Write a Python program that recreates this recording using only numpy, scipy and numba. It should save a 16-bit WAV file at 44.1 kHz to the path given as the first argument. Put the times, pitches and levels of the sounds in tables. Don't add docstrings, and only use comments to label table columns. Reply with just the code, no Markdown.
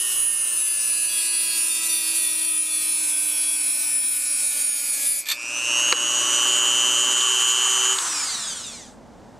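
import sys
import numpy as np
from scipy import signal
from scipy.fft import rfft, irfft, next_fast_len
from scipy.io import wavfile
from scipy.ndimage import uniform_filter1d
from numba import njit

SR = 44100
rng = np.random.default_rng(int(sys.argv[2]) if len(sys.argv) > 2 else 0)


def transcribe(u):
    v = np.clip(np.atleast_2d(u).T, -1, 1)
    q = np.round(v * 32767).astype(np.int16)
    wavfile.write(sys.argv[1], SR, q)


N = 414099
T = np.arange(N) / SR
FULL_SPEED = 382
CUT_THROUGH_S, CUT_FADE_S, FREED_S, SWITCH_OFF_S = 5.222, 0.019, 5.24, 7.957
CUTOFF_HZ = 15650


def from_db(db):
    return 10 ** (np.asarray(db) / 20)


def rms_one(x):
    return x / np.sqrt(np.mean(x ** 2) + 1e-20)


def in_time(rows):
    times, *columns = np.transpose(rows)
    return [np.interp(T, times, column) for column in columns]


def at_hz(points, hz):
    known_hz, value = np.transpose(points)
    return np.interp(np.log(hz + 1e-3), np.log(known_hz), value)


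def drift(rate_hz):
    r = np.exp(-200 * np.pi * rate_hz / SR)
    slow = signal.lfilter([1], [1, -2 * r, r * r], rng.standard_normal(N // 100 + 1002))[1000:]
    return np.interp(np.arange(N) / 100, np.arange(len(slow)), rms_one(slow))


def until(end_s, fade_s):
    return .5 - .5 * np.tanh((T - end_s) / fade_s)


def swell(middle_s, length_s):
    return np.exp2(-np.minimum(np.abs(2 * (T - middle_s) / length_s) ** 5, 40))


def pulses(angle, sharpness):
    return rms_one(np.exp(sharpness * (np.cos(angle) - 1)))


def noise(spectrum):
    # frequency in Hz, likeness from 0 to 1.
    likeness = [(40, 1), (160, 0.52), (350, 0.67), (700, 0.92), (1300, 1), (6000, 1), (12000, 0.69)]
    size = next_fast_len(N)
    hz = np.fft.rfftfreq(size, 1 / SR)
    colour = from_db(at_hz(spectrum, hz)) * np.minimum(hz / spectrum[0][0], 1)
    mid, side = rfft(rng.standard_normal((2, size))) * colour
    alike = np.clip(at_hz(likeness, hz), 0, 1)
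    stereo = np.sqrt(1 + alike) * mid + np.sqrt(1 - alike) * side * [[1], [-1]]
    return rms_one(irfft(stereo, size)[:, :N])


def out_of_step(x, lead_rad):
    shift = np.exp(.5j * lead_rad * np.array([[1], [-1]]))
    return np.real(signal.hilbert(x, next_fast_len(N))[:N] * shift)


def resonate(x, hz, width_hz):
    r = np.exp(-np.pi * width_hz / SR)
    feedback = [1, -2 * r * np.cos(2 * np.pi * hz / SR), r * r]
    return signal.lfilter(np.array([1, 0, -1]) * (1 - r * r) / 2, feedback, x + 1e-18)


def ring_modes(force, modes):
    def ring(x):
        return sum((-1) ** k * from_db(db) * resonate(x, hz, width)
                   for k, (hz, width, db) in enumerate(modes))
    return ring(force) / np.std(ring(rng.standard_normal(SR)))


def strike(hits, modes, snap=.03):
    force, white = np.zeros(N), rng.standard_normal(N)
    for start_s, level_db, length_s in hits:
        start = int(start_s * SR)
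        decay = np.exp(-np.minimum((T[start:] - T[start]) / length_s, 20))
        force[start:] += from_db(level_db) * white[start:] * decay
        force[start] += from_db(level_db) * snap * np.sqrt(length_s * SR)
    return ring_modes(force, modes)


def room_noise(level_db=-44.5):
    # frequency in Hz, relative level in dB.
    hush = [(15, -43), (25, -15), (86, -10.5), (172, -11), (224, -5), (363, -15), (475, -12.5),
            (621, -13.5), (856, -15), (1150, -23.5), (1630, -27), (2370, -35), (7680, -38), (15000, -59)]
    return from_db(level_db) * noise(hush)


def add_echoes(x, echo_db=-27, die_away_s=0.062, count=14):
    out = x.copy()
    for side in range(2):
        for delay_s in rng.uniform(0.01, 0.07, count):
            lag = int(delay_s * SR)
            gain = rng.choice([-1, 1]) * from_db(echo_db - 60 * delay_s / die_away_s)
            out[side, lag:] += gain * x[side, :-lag]
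    return out


def lathe(rumble_db=-34, off_s=7.22):
    # pitch in Hz, level in dB.
    gear_tones = [(120, -47), (274, -41), (320, -38.5), (593, -33)]
    # frequency in Hz, relative level in dB.
    rumble = [(40, -27), (120, -18), (280, 3), (390, -1.5), (490, 0.5), (720, -1), (1100, -15),
              (3000, -21.5)]
    ears_rad = np.array([[.5], [-.5]])
    tones = 0
    for hz, db in gear_tones:
        level = np.sqrt(2) * from_db(db + 2.6 * drift(19))
        tones += level * np.sin(2 * np.pi * hz * T + 0.8 * drift(7.8) + ears_rad)
    return until(off_s, 0.045) * (tones + from_db(rumble_db) * noise(rumble))


def switches():
    # start in seconds, level in dB, fade time in seconds.
    clicks = [(7.208, -15, 0.0074), (7.986, -5.5, 0.0024)]
    # pitch in Hz, width in Hz, relative level in dB.
    switch_modes = [(3270, 400, -1), (4700, 900, -11)]
    return strike(clicks, switch_modes)


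def knock(start_s=5.9255, level_db=8.5, length_s=.004):
    # pitch in Hz, width in Hz, relative level in dB.
    knock_modes = [(473, 65, 16), (560, 260, 4), (1000, 450, 4), (1490, 160, 11), (1680, 530, 6),
                   (4840, 2000, -3), (7940, 1500, -11)]
    return strike([(start_s, level_db, length_s)], knock_modes, snap=.4)


def bench_hum(speed, angle, bench_hz=317, width_hz=29, bench_db=-26.5, hum_db=-34.5, third_db=-45):
    response = 1 / (1 + (2 * (speed - bench_hz) / width_hz) ** 4)
    level = from_db(hum_db) + from_db(bench_db) * response
    hum = out_of_step(level * np.sin(angle), lead_rad=1.0)
    third = from_db(third_db) * np.sin(3 * angle)
    return np.sqrt(2) * until(CUT_THROUGH_S, CUT_FADE_S) * (hum + third)


def shaft_speed(tube_hz=3.665, lightest_s=.254, run_up_s=.392, drag_per_s=.41, stall_s=9.0):
    # time in seconds, turns per second.
    loaded_speed = [(0, 369.7), (.14, 367.2), (.4, 358.4), (.62, 348), (.7, 345.2), (.82, 341.5),
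                    (1.25, 334), (1.45, 333), (1.6, 331), (1.75, 329.3), (2.3, 319.9), (2.55, 318.5),
                    (2.83, 312.2), (3.0, 310.1), (3.2, 305.9), (3.5, 304.4), (3.87, 298.5), (4.05, 299.4),
                    (4.4, 293.4), (4.75, 289.4), (5.0, 281.8), (5.2, 281.1)]
    sway = 1.18 * np.cos(2 * np.pi * tube_hz * (T - lightest_s)) * (T < FREED_S)
    sag = (FULL_SPEED - in_time(loaded_speed)[0]) * np.exp(-np.maximum(T - FREED_S, 0) / run_up_s)
    drag = np.exp(-drag_per_s * np.maximum(T - SWITCH_OFF_S, 0))
    friction = 215 / drag_per_s
    speed = (FULL_SPEED - sag + sway + friction) * drag - friction
    return np.maximum(speed * until(stall_s, .06), 1)


def coasting(angle, pace, between_db=-13, flicker_db=3.8, rattle_rad=.6):
    # frequency in Hz, level in dB.
    housing = [(1000, -35), (1900, -30), (2350, -28.5), (2700, -37), (3600, -18), (4300, -21.5),
               (5000, -22.5), (5500, -22.5), (6050, -19), (6600, -21.5), (7150, -17), (7700, -26),
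               (8400, -18.5), (9200, -30), (12000, -56)]
    off = slice(int((SWITCH_OFF_S - .1) * SR), N)
    whirr = np.zeros(N)
    for k in range(8, 74):
        db = at_hz(housing, k * pace[off] * FULL_SPEED) + flicker_db * drift(31)[off]
        if k % 8:
            db += between_db
        phase = k * angle[off] + rng.uniform(0, 2 * np.pi)
        rattle = rattle_rad * np.sqrt(k / 16) * drift(70)[off]
        whirr[off] += from_db(db) * np.sin(phase + rattle)
    rattling = np.clip(6 * pace - 1, 0, 1)
    return whirr * rattling * pace ** 2.5 * (1 - until(SWITCH_OFF_S + 0.095, 0.05))


def motor(angle, pace, air_db=-21, hiss_db=-15, waver_db=2.5, labour_db=-11, slow_fan_db=-7.5):
    multiples = [1, 3, 7, 13, 15, 17, 18, 20, 22, 24, 32]
    tone_levels = [-33.5, -28.5, -36, -50, -36.5, -26, -14.5, -47, -25.5, -32.5, -34]
    # frequency in Hz, relative level in dB.
    vent_air = [(60, -21.5), (180, -27), (300, -11.5), (650, -13), (950, -1.5), (1250, 1), (1700, -2),
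                (2100, -9.5), (3000, -9), (6000, -33)]
    # frequency in Hz, relative level in dB.
    brushes = [(1000, -31), (2300, -11.5), (3000, -7.5), (4100, -9), (5500, -8), (6500, -2), (7600, 2),
               (8300, 1), (9200, -5.5), (10300, -9), (11500, -16), (13000, -25), (15500, -32)]
    powered = until(SWITCH_OFF_S, .02)
    load = np.clip(10 * (1 - pace), 0, 1)
    fan_slow = .5 - .5 * np.tanh((pace * FULL_SPEED - 334) / 6)
    shake = 0.0036 * drift(30)
    tones = 0
    for k, db in zip(multiples, tone_levels):
        if k == 18:
            drop_db, blur = slow_fan_db * fan_slow, 0
        else:
            drop_db, blur = labour_db * load, 0.23 * drift(44)
        off_tune_db = at_hz(brushes, k * pace * FULL_SPEED) - at_hz(brushes, k * 0.69 * FULL_SPEED)
        tone_db = db + drop_db * powered + waver_db * drift(10.2) + 0.222 * np.minimum(off_tune_db, 0)
        tones += from_db(tone_db) * np.sin(k * (angle + shake) + blur)
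    air = from_db(air_db + 0.73 * drift(24.8)) * pace ** 3.25 * noise(vent_air)
    hiss_level = from_db(hiss_db + 0.9 * drift(27.8)) * pace ** 2.99
    hiss = hiss_level * pulses(angle, sharpness=0.084) * noise(brushes)
    unpowered = 1 - until(SWITCH_OFF_S + 0.014, 0.015)
    return np.sqrt(2) * tones * pace ** 3.4 * from_db(-5 * unpowered) + air + hiss


def magnetic_whine(angle, pace, mains_hz=60.04, band_hz=(2290, 3120), free_rad=0.35, load_rad=6.5):
    # time in seconds, base level of the slot tone in dB, base level of its octave in dB.
    whine_levels = [(0, -9.5, -37), (.35, -13, -35), (.8, -14, -38), (1.0, -10.5, -39), (2.5, -12.5, -33),
                    (3.5, -14, -27), (4.5, -14, -27), (5.3, -13.5, -22), (5.6, -14.5, -28.5),
                    (5.75, -11, -19), (5.9, -12.5, -30), (6.1, -13, -20), (6.25, -15, -18),
                    (6.42, -11, -14.5), (6.5, -11, -24), (6.85, -9, -17), (7.17, -11, -20.5),
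                    (7.58, -11, -21), (7.8, -13, -16), (7.93, -12.5, -24)]
    slot_db, octave_db = in_time(whine_levels)
    current = 4 * np.pi * mains_hz * (T - .0005)
    jerk = (free_rad + load_rad * (1 - pace)) * (1 + 0.21 * drift(6)) * np.cos(current + 0.13)
    bursts = pulses(current, sharpness=3.66) * from_db(0.3 * drift(50)) + 0.35
    housing = signal.butter(3, band_hz, "band", fs=SR, output="sos")
    slots = signal.sosfilt(housing, bursts * np.sin(8 * angle + jerk))
    slots = from_db(slot_db) * pace ** 0.44 * out_of_step(slots, lead_rad=0.12)
    octave = pulses(current, sharpness=.7) * np.sin(16 * angle + jerk)
    octave *= from_db(octave_db) * pace ** 0.55
    return np.sqrt(2) * until(SWITCH_OFF_S - .007, 0.017) * (slots + octave)


def glass_rattle(angle):
    # time in seconds, force in dB.
    bounces = [(5.245, -68), (5.262, -22), (5.267, -5), (5.284, -9), (5.287, 4), (5.293, -0.5), (5.303, 3),
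               (5.309, -3), (5.314, 5.5), (5.323, 2.5), (5.328, -2), (5.34, -9), (5.37, -26), (5.4, -80)]
    # start in seconds, level in dB, fade time in seconds.
    chips = [(5.257, 1, .002), (5.415, -18, 0.0027), (5.564, -18, 0.0061)]
    # pitch in Hz, width in Hz, relative level in dB.
    glass_modes = [(1160, 230, 2.5), (1760, 42, 15), (2380, 120, 16), (3580, 115, 18), (4050, 250, 9),
                   (4470, 190, 16), (5950, 540, 6.5), (7700, 860, 8), (11860, 300, 11)]
    contact = from_db(in_time(bounces)[0]) * (T > FREED_S) * pulses(angle, sharpness=0.39)
    return ring_modes(contact * rng.standard_normal(N), glass_modes) + strike(chips, glass_modes)


def grinding(speed, angle, grit_db=-5.5, wear_db=4.5, flutter_db=1.9, rough_db=2.2, edge_s=.025):
    # frequency in Hz, relative level in dB.
    rasp_colour = [(250, -11), (1000, -25), (1700, -13.5), (3500, -8), (5200, -6), (6700, -7), (8200, 2),
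                   (9300, -1), (10900, -8), (12100, -3.5), (12900, -6.5), (13800, -20), (15000, -15),
                   (16000, -31)]
    # time in seconds, level in dB.
    rasp_levels = [(0, -6), (.4, -6.5), (1.0, -4.5), (1.4, -5), (2.3, -4.5), (2.6, -7), (2.9, -3),
                   (3.2, -7), (4.1, -6.5), (4.45, -5.5), (4.85, -7), (5.2, -2.5)]
    # frequency in Hz, level in dB.
    rim = [(1000, -9.5), (3000, -11.5), (6300, -11), (7600, -11), (15000, -7.5)]
    # start in seconds, end in seconds, pitch in Hz, level in dB.
    rings = [(0, 1.7, 1700, -24), (0, .28, 4040, -25), (0, .3, 5870, -22), (0, .35, 8060, -15),
             (.55, 1.0, 4800, -22), (.68, 1.1, 4420, -23), (.8, 1.1, 6450, -19.5), (.8, 1.3, 7760, -15),
             (.93, 1.6, 4010, -19.5), (1.08, 1.65, 4670, -15.5), (1.09, 1.21, 3360, -12),
             (1.1, 3.9, 955, -34), (1.15, 2.9, 1950, -25.5), (1.15, 1.6, 5000, -20),
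             (1.17, 1.56, 4330, -13.5), (1.33, 1.58, 3330, -16), (1.38, 1.68, 3650, -23),
             (1.55, 3.0, 1280, -31), (1.6, 2.9, 3210, -25), (1.6, 2.1, 5240, -20),
             (1.69, 1.86, 3620, -13.5), (1.7, 1.87, 4600, -14.5), (1.7, 2.25, 7160, -17),
             (1.89, 2.0, 3590, -10.5), (1.89, 1.99, 4560, -12), (1.89, 2.0, 5870, -17),
             (2.0, 2.6, 3520, -13.5), (2.0, 2.5, 4490, -16), (2.2, 2.55, 4150, -20), (2.6, 3.2, 6540, -21),
             (2.66, 2.8, 3460, -12.5), (2.7, 3.1, 4050, -20), (2.7, 3.06, 4360, -18),
             (2.8, 3.07, 3420, -19), (3.0, 5.0, 1500, -30), (3.1, 3.43, 3360, -17), (3.15, 3.6, 4570, -24),
             (3.3, 4.1, 5410, -20), (3.4, 4.5, 7770, -17), (3.43, 3.56, 3350, -13.5), (3.6, 5.1, 1760, -30),
             (4.2, 5.1, 5520, -24), (4.25, 5.1, 6680, -18), (4.6, 5.22, 6830, -15)]
    cut = slice(0, int((FREED_S + 2 * CUT_FADE_S) * SR))
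    rasp = from_db(in_time(rasp_levels)[0] + 1.18 * drift(22.0))
    singing_power = np.zeros((54, N))
    for start_s, end_s, hz, db in rings:
        held = np.clip(np.minimum(T[cut] - start_s, end_s - T[cut]) / edge_s + .5, 0, 1)
        nearest = round(hz / speed[int((start_s + end_s) / 2 * SR)])
        singing_power[nearest, cut] += (from_db(db) * held) ** 2
    tones = np.zeros(N)
    for k in range(2, 54):
        hz = k * speed[cut]
        phase = k * angle[cut] + rng.uniform(0, 2 * np.pi)
        shake = k / 70 * drift(35)[cut]
        tone = np.cos(phase + shake) * (hz < CUTOFF_HZ)
        unrest = np.minimum(drift(5)[cut], 1.5)
        worn_db = wear_db * min(k / 10, 1) * unrest
        scrape = rasp[cut] * from_db(at_hz(rim, hz) + at_hz(rasp_colour, hz) + worn_db)
        rough = from_db(flutter_db * unrest + rough_db * drift(70)[cut])
        tones[cut] += tone * np.sqrt(scrape ** 2 + 2 * singing_power[k, cut] * rough ** 2)
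    grit = from_db(grit_db) * rasp * pulses(angle, sharpness=0.36) * noise(rasp_colour)
    return until(CUT_THROUGH_S, CUT_FADE_S) * (tones + grit)


def hold_level(x):
    return x / np.sqrt(np.abs(uniform_filter1d(x ** 2, size=1800)) + 1e-6)


def squeal(speed, angle, level_db=1, tube_hz=9690, width_hz=440, surges_per_s=3.09, end_s=5.212):
    # time in seconds, centre pitch in Hz, grit compared with the ringing in dB.
    squeal_path = [(0, 9850, -9.5), (.3, 9770, -20), (.53, 9600, -8), (.63, 10030, -17), (.8, 9740, -9.5),
                   (1.05, 9720, -16), (1.4, 9830, -21), (1.85, 9620, -4.5), (2.05, 9830, -14.5),
                   (2.4, 9820, -7), (2.85, 9800, -24), (3.0, 9950, -14), (3.4, 9880, -19), (4.0, 9790, -13),
                   (4.45, 9740, -8.5), (4.75, 9720, -7), (5.0, 9800, -7), (5.15, 9800, -8)]
    # middle in seconds, length in seconds, change in dB.
    flares = [(0.297, 0.34, 3), (0.616, 0.15, 2.5), (0.833, 0.025, -2), (1.027, 0.066, 1.5),
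              (1.108, 0.032, -3), (1.54, 0.062, -4), (1.853, 0.12, -3), (2.137, 0.047, -5),
              (2.6, 0.063, 3.5), (2.935, .07, 1), (3.24, 0.1, 2.5), (3.482, 0.029, 2), (3.973, 0.086, 2),
              (4.985, 0.075, -4), (5.097, 0.07, 5.5)]
    centre_hz, grit_db = in_time(squeal_path)
    ring = 0
    for k in range(24, 38):
        response = (1 + (2 * (k * speed - centre_hz) / width_hz) ** 2) ** -1.15
        wear = from_db(2.0 * drift(2.7))
        ring += response * wear * np.cos(k * angle + .48 * drift(25.5))
    scratches = pulses(angle + np.pi / 2, sharpness=2.5) * rng.standard_normal(N)
    grit = resonate(resonate(scratches, tube_hz, width_hz=670), tube_hz, width_hz=790)
    burst_strength = from_db(1.7 * drift(294))
    ring = hold_level((hold_level(ring) + from_db(grit_db) * rms_one(grit)) * burst_strength)
    surge_db = 0.28 * np.cos(2 * np.pi * surges_per_s * (T + .01))
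    flare_db = sum(db * swell(middle_s, length_s) for middle_s, length_s, db in flares)
    ring *= from_db(level_db + surge_db + 1.5 * drift(5.9) + flare_db) * until(end_s, .008)
    lean_right_db = np.array([[-1], [1]]) * (0.9 + 1.1 * drift(1.45))
    return out_of_step(ring, lead_rad=0.57) * from_db(lean_right_db)


def scene():
    speed = shaft_speed()
    angle = 2 * np.pi * np.cumsum(speed) / SR
    pace = speed / FULL_SPEED
    tool = motor(angle, pace) + magnetic_whine(angle, pace) + coasting(angle, pace)
    glass = grinding(speed, angle) + squeal(speed, angle) + bench_hum(speed, angle) + glass_rattle(angle)
    return add_echoes(tool + glass + knock() + switches() + lathe()) + room_noise()


@njit
def follow(wanted, attack_s, release_s):
    out, now = np.empty_like(wanted), wanted[:2000].max()
    for i in range(len(wanted)):
        now += (wanted[i] - now) / (SR * (attack_s if wanted[i] > now else release_s))
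        out[i] = now
    return out


def excess_db(power, ceiling_db):
    smooth = signal.lfilter(np.ones(128) / 128, 1, power)
    return np.maximum(10 * np.log10(smooth + 1e-12) - ceiling_db, 0)


def record(dry, ceiling_db=-14, treble_weight=2.03):
    mid = dry.mean(0)
    treble = np.diff(mid, prepend=0)
    power = mid ** 2 + treble_weight * treble ** 2
    slow_db = follow(excess_db(power, ceiling_db), attack_s=0.0051, release_s=0.42)
    ducked = mid * from_db(-slow_db)
    quick_db = follow(excess_db(ducked ** 2, ceiling_db), attack_s=0.0016, release_s=0.021)
    balance_db = np.array([[-0.23], [0.23]])
    held = dry * from_db(balance_db - slow_db - quick_db)
    rounded = .75 * np.tanh(held / .75)
    return signal.sosfilt(signal.ellip(10, .2, 80, CUTOFF_HZ, fs=SR, output="sos"), rounded)


dry = scene()
out = record(dry)
transcribe(out)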